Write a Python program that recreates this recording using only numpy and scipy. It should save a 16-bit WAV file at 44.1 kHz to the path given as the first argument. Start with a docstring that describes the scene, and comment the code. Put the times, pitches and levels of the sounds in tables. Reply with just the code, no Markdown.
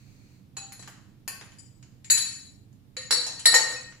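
"""A hand rubs faintly among stemmed glasses over a low ventilation drone; then the glasses clink as they
are shifted in a dishwasher rack, in a quiet kitchen, about a metre from a stereo microphone.
Each contact is a short crack plus the ringing modes of a glass; the wire rack knocks and rings under them.
The steel tub and the hard kitchen walls draw every clink out."""
import sys
import numpy as np
from scipy import signal
from scipy.fft import rfft, irfft
from scipy.io import wavfile

SR = 44100
rng = np.random.default_rng(int(sys.argv[2]) if len(sys.argv) > 2 else 0)


def generate_wav(sig):
    """Save sig (samples, or channels by samples) to the path in sys.argv[1] as 16-bit PCM at SR."""
    pcm = np.round(np.clip(np.atleast_2d(sig).T, -1, 1) * 32767).astype(np.int16)
    wavfile.write(sys.argv[1], SR, pcm)


N = 176400

# glass contacts: t/s, glass, ring level/dB at RING_BANDS, crack level/dB at CRACK_BANDS, left over right/dB
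CONTACTS = [ (0.568, "held", (-29, -10.5, -19, -7, -16.5, -17), (0, -2, -5.5, -20), 1),
            (.722, "tall", (-36, -27, -44, -49, -17, -16), (-18, -6.5, -5.5, -37), 0.5),
            (.794, "held", (-33, -22, -34, -29, -26, -28), (-10, -21, -6, -38), 7),
            (1.278, "tall", (-11, -23, -4, -13, 5, -5.5), (-3.5, -1, 10.5, 5), 3),
            (1.585, "small", (-54, -15.5, -30.5, -18.5, -23.5, -31.5), (-50, -25.5, -18, -53), 9),
            (2.045, "wide", (-26, -42, -36.5, -19, -11, -32.5), (-49, -5.5, -9.5, -24), 4.5),
            (2.100, "held", (-16, 8, -1.5, -24, 9, -5), (-5, 6.5, 9, 2), 3.5),
            (2.104, "tall", (-4.5, -12.5, 2.5, 13.5, 1.5, 5.5), (-6, -0.5, 18, 10.5), 5),
            (2.110, "tall", (-6.5, -3.5, -0.5, 7, 3, 5), (-2.5, 7, 4.5, 4.5), 1.5),
            (2.174, "held", (-19, 2, 0, -2, -4, 1.5), (-5, 7.5, 2, -27), 4.5),
            (2.967, "held", (-13.5, -5, -13, -8.5, -22, -18.5), (-4.5, 5.5, -8, -16), 1),
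            (3.108, "held", (-9, 8.5, 9.5, -2, 2, 3), (10.5, 18.5, 14, -4), -0.5),
            (3.124, "held", (-19, 8.5, 7, -4, -6, -3), (8.5, 4, 1, -16), 8.5),
            (3.266, "wide", (-8.5, -18.5, -22, -9.5, -2, -15), (4.5, -2, 12, -14), -0.5),
            (3.393, "small", (-23, -28, -30, -9.5, -14, -17.5), (-14, -6, -1, -27), 2.5),
            (3.456, "held", (8.7, 17.4, 13.5, 3.6, 9.9, 11.8), (8.5, 21.5, 7, -1), 1.5),
            (3.541, "held", (13, 3, 12, 8.5, 4, 0), (20.3, 19.7, 19, 1.6), 2),
            (3.546, "wide", (2, 4, 5, 6, 9, -2.5), (-16, 3, 7, 14), 6.5),
            (3.712, "held", (-18, -18, -14, -17, -19, -14.5), (0.5, -0.5, -18, -20), -3)]
# pitches at which a contact's ring and its crack are shaped: f/Hz
RING_BANDS = [1850, 4200, 5400, 6900, 7900, 10000]
CRACK_BANDS = [700, 2200, 7000, 13000]
# modes of each glass: f/Hz
MODE_HZ = { "held": (1852, 3731, 4023, 4062, 4438, 4610, 5428, 6853, 7862, 9790, 10027, 13450, 14470),
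           "tall": (1093, 1560, 1830, 2353, 2570, 4250, 4737, 6772, 6955, 8861, 9814, 10230, 10412, 11900),
           "small": (3030, 4888, 5440, 7063, 7895, 8861, 10035),
           "wide": (886, 1850, 4135, 4468, 4603, 6480, 6900, 7391, 9320, 9900, 11200)}
# strength of those modes: level/dB
MODE_DB = { "held": (0.5, -17.5, -1, -5.5, -2, -20.5, -5.5, 1.5, 2, -6, -1.5, -22.5, -24),
           "tall": (-19.5, -8.5, -2.5, -9, 1, 5.5, -0.5, -5, -0.5, -15.5, -6.5, -5.5, -7, -7.5),
           "small": (-10.5, -0.5, -9.5, -2, 0, -7.5, 0.5),
           "wide": (-14.5, -6, -2, -2, -9, -4.5, -1.5, -3.5, -12.5, 0, -12)}
# ring time of each glass at T60_AT_HZ: t60/s
RING_TIME = {"held": 0.11, "tall": 0.081, "small": .08, "wide": 0.084}
# colour common to all cracks: f/Hz, level/dB
CRACK_SPECTRUM = [(30, -48.5), (100, -21.5), (300, -7.5), (600, -6), (850, -3), (1300, -4), (1700, -1.5),
                  (2500, -3.5), (3000, -3), (3450, -8.5), (4400, -8.5), (5900, -8), (7300, -2), (8600, -17),
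                  (10000, 0), (11200, -15), (14800, -9), (15700, -32)]
# light knocks on the rack: t/s, level/dB at CRACK_BANDS
RACK_KNOCKS = [(0.826, (-13, -8, -8, -27)), (.876, (-4.5, -7, -5.5, -14.5)), (0.896, (-27, -25, -20, -14)),
               (1.412, (-2.5, -7.5, -5.5, -41)), (1.52, (-53, -16, -14, -48)),
               (1.827, (-21, -19.5, -10.5, -42)), (2.728, (-32, -39, -25, -36.5)), (3.53, (11, 9, -3, -16)),
               (3.924, (-14, -7, -14, -58))]
# wires and frame of the rack set ringing: t/s, f/Hz, level/dB, t60/s
RACK_MODES = [(.567, 790, -17, 0.22), (.567, 2555, -17.5, 0.17), (1.278, 1099, -22, 0.35),
              (2.967, 513, -15, 0.15), (3.108, 497.5, -9.5, 0.11), (3.456, 496, -12.5, .2),
              (3.541, 504.6, -0.5, 0.068), (3.541, 881, -4.5, 0.39), (3.76, 2540, -14.5, .15)]
# colour of the hand's rubbing: f/Hz, relative level/dB
RUB_SPECTRUM = [(800, -7), (1700, -4), (2500, 2), (3300, -13.5), (4300, 3), (5300, -8.5), (6400, -1.5),
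                (8000, -8), (9500, -15.5)]
# loudness of the rubbing: t/s, level/dB
RUB_LEVEL = [(0, -64), (.06, -65), (.36, -66.5), (.5, -84), (.6, -100)]
# reverberation of the kitchen: f/Hz, t60/s
KITCHEN_T60 = [(900, .66), (5000, .64), (14000, 0.25)]
# ventilation drone: f/Hz, relative level/dB
DRONE_SPECTRUM = [(15, -32), (25, -4), (54, -12), (130, 4), (162, -8.5), (189, -0.5), (217, -8), (303, -9),
                  (344, -18.5), (390, -20), (424, -24.5), (454, -21), (700, -38.5), (910, -58),
                  (1540, -120)]
# background hiss: f/Hz, relative level/dB
HISS_SPECTRUM = [(400, -1.5), (700, 2.5), (1500, -5.5), (4000, -7), (8000, -14.5), (15000, -11.5),
                 (16500, -35.5)]

T60_AT_HZ, T60_FALL = 4000, 0.16  # higher modes die sooner, by this power of pitch
NEIGHBOUR_FROM_HZ, NEIGHBOUR_DB, NEIGHBOUR_DETUNE, NEIGHBOUR_T60_S = 4100, -14.5, 0.028, .12
CRACK_S, CRACK_DB = .0009, -0.5
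TUB_T60_S, TUB_DB, DIRECT_DB = 0.1, 0, -6  # levels relative to the kitchen's tail
LEFT_LAG_S, WIDE_HZ = .00004, 1300  # above WIDE_HZ the left and right echoes grow unlike
DRONE_DB, DRONE_PAN_DB, DRONE_SIDE_DB, HISS_DB = -55.5, -6.5, -4.5, -70.5
TOP_HZ = 15800
TAIL = 32768  # samples given to each blow


def glasses():
    """Each contact cracks and rings one glass; where it is touched decides which modes speak."""
    out = np.zeros((2, N))
    for start, glass, ring_db, crack_db, pan_db in CONTACTS:
        path = path_to_microphone()
        touch = list(zip(RING_BANDS, ring_db))
        modes = [(hz, db + along(hz, touch), RING_TIME[glass] * (T60_AT_HZ / hz) ** T60_FALL)
                 for hz, db in zip(MODE_HZ[glass], MODE_DB[glass])]
        clink = ring(modes + neighbours(modes), path) + crack(crack_db, path)
        add(out, start, clink * pan(pan_db))
    return out


def neighbours(modes):
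    """Like glasses ring along with the high modes, a little flat and a little sharp."""
    return [(hz * (1 + NEIGHBOUR_DETUNE * rng.uniform(0.4, 1.5) * sign), db + NEIGHBOUR_DB, NEIGHBOUR_T60_S)
            for hz, db, _ in modes if hz > NEIGHBOUR_FROM_HZ for sign in (-1, 1)]


def ring(modes, path):
    """Damped modes (f/Hz, level/dB, t60/s), each reaching the microphone at its own strength."""
    freqs = np.fft.rfftfreq(TAIL, 1 / SR)
    delay = np.exp(-2j * np.pi * freqs / SR)  # one sample
    path_power = np.abs(path) ** 2
    spectrum = 0
    for hz, db, t60 in modes:
        decay = np.exp(-np.log(1000) / (t60 * SR))
        feedback = decay ** 2 * delay - 2 * decay * np.cos(2 * np.pi * hz / SR)
        mode = (1 - delay) / (1 + delay * feedback)
        mode /= 1 + 1j * (freqs / hz - hz / (freqs + 1)) * 6.5  # Q: it radiates only near its own pitch
        energy = 2 * np.sum(path_power * np.abs(mode) ** 2, axis=1, keepdims=True) / TAIL
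        spectrum = spectrum + mode * (undb(db) / np.sqrt(energy))
    return irfft(spectrum * path)


def crack(band_db, path):
    """The contact itself: a click and a millisecond of grit, coloured by what is touched."""
    t, hz = np.arange(TAIL) / SR, np.fft.rfftfreq(TAIL, 1 / SR)
    click = .5 * unit(rng.standard_normal(TAIL) * np.exp(-t / CRACK_S))
    click[0] += 1
    colour_db = CRACK_DB + along(hz, CRACK_SPECTRUM) + along(hz, list(zip(CRACK_BANDS, band_db)))
    return irfft(rfft(unit(click)) * causal(colour_db) * path)


def rack():
    """Dull knocks on the coated wires, and the notes of the rack as a glass is pushed in."""
    out = np.zeros((2, N))
    for start, crack_db in RACK_KNOCKS:
        add(out, start, crack(crack_db, path_to_microphone()))
    for start, hz, db, t60 in RACK_MODES:
        add(out, start, ring([(hz, db, t60)], path_to_microphone()))
    return out


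def hand_rub():
    """Soft rubbing in the first half second, as the hand reaches in."""
    times, db = np.array(RUB_LEVEL).T
    return undb(np.interp(np.arange(N) / SR, times, db)) * stereo_noise(RUB_SPECTRUM)


def path_to_microphone():
    """Stereo frequency response from a spot in the rack: direct sound, quick tub echoes, kitchen tail."""
    t, hz = np.arange(TAIL) / SR, np.fft.rfftfreq(TAIL, 1 / SR)
    mid, side = rfft(rng.standard_normal((2, TAIL)))
    likeness = 1 / (1 + (hz / WIDE_HZ) ** 2)
    diffuse = (mid * np.sqrt(1 + likeness) + np.array([side, -side]) * np.sqrt(1 - likeness)) / np.sqrt(2)
    room = 0
    for band_hz, t60 in KITCHEN_T60:
        share = along(hz, [(f, f == band_hz) for f, _ in KITCHEN_T60])
        room = room + irfft(diffuse * share) * np.exp(-np.log(1000) * t / t60)
    tub = irfft(diffuse)[:, ::-1] * np.exp(-np.log(1000) * t / TUB_T60_S)  # reversed: its own echo pattern
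    direct = np.exp(-2j * np.pi * hz * np.array([[LEFT_LAG_S], [0]]))
    echoes = rfft(unit(room) + undb(TUB_DB) * unit(tub))
    return (echoes + undb(DIRECT_DB) * direct) / np.sqrt(1 + undb(TUB_DB) ** 2 + undb(DIRECT_DB) ** 2)


def room_tone():
    """Ventilation drones to the right of the microphone, under a thin even hiss."""
    spectrum = list(DRONE_SPECTRUM) + [(1500, -55.5), (4000, -84.5)]  # with a faint upper skirt
    drone = noise(spectrum) + undb(DRONE_SIDE_DB) * stereo_noise(spectrum)
    return undb(DRONE_DB) * drone * pan(DRONE_PAN_DB) + undb(HISS_DB) * stereo_noise(HISS_SPECTRUM)


def noise(points):
    """Noise of rms 1, shaped by (f/Hz, level/dB) points."""
    gain = undb(along(np.fft.rfftfreq(N, 1 / SR), points))
    return unit(irfft(rfft(rng.standard_normal(N)) * gain, N)) * np.sqrt(N)


def stereo_noise(points):
    """Independent noise on the left and on the right."""
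    return np.array([noise(points), noise(points)])


def undb(db):
    """Decibels to gain."""
    return 10 ** (np.asarray(db) / 20)


def along(hz, points):
    """Read (f/Hz, value) points on a log-frequency axis."""
    freqs, values = np.array(points, float).T
    return np.interp(np.log(np.maximum(hz, 1)), np.log(freqs), values)


def unit(x):
    """Scale each channel to unit energy."""
    return x / np.sqrt(np.sum(x ** 2, axis=-1, keepdims=True))


def pan(db):
    """Channel gains that put the left db above the right."""
    return undb(np.array([[db], [-db]]) / 2)


def causal(db):
    """Minimum-phase response with the given dB shape, so that it starts at once."""
    cepstrum = irfft(db * np.log(10) / 20)
    cepstrum[1:len(cepstrum) // 2] *= 2
    cepstrum[len(cepstrum) // 2 + 1:] = 0
    return np.exp(rfft(cepstrum))


def add(out, start, blow):
    """Mix a blow in at start seconds and fade out its far tail."""
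    i = int(start * SR)
    fade = np.minimum(1, np.linspace(2, 0, TAIL)) ** 2
    out[:, i:i + TAIL] += (blow * fade)[:, :N - i]


def scene():
    """Everything at the microphone, a metre from the rack."""
    return glasses() + rack() + hand_rub() + room_tone()


def record(dry):
    """The recorder cuts steeply above TOP_HZ."""
    return signal.sosfilt(signal.ellip(8, .2, 80, TOP_HZ, fs=SR, output="sos"), dry)


dry = scene()
out = record(dry)
generate_wav(out)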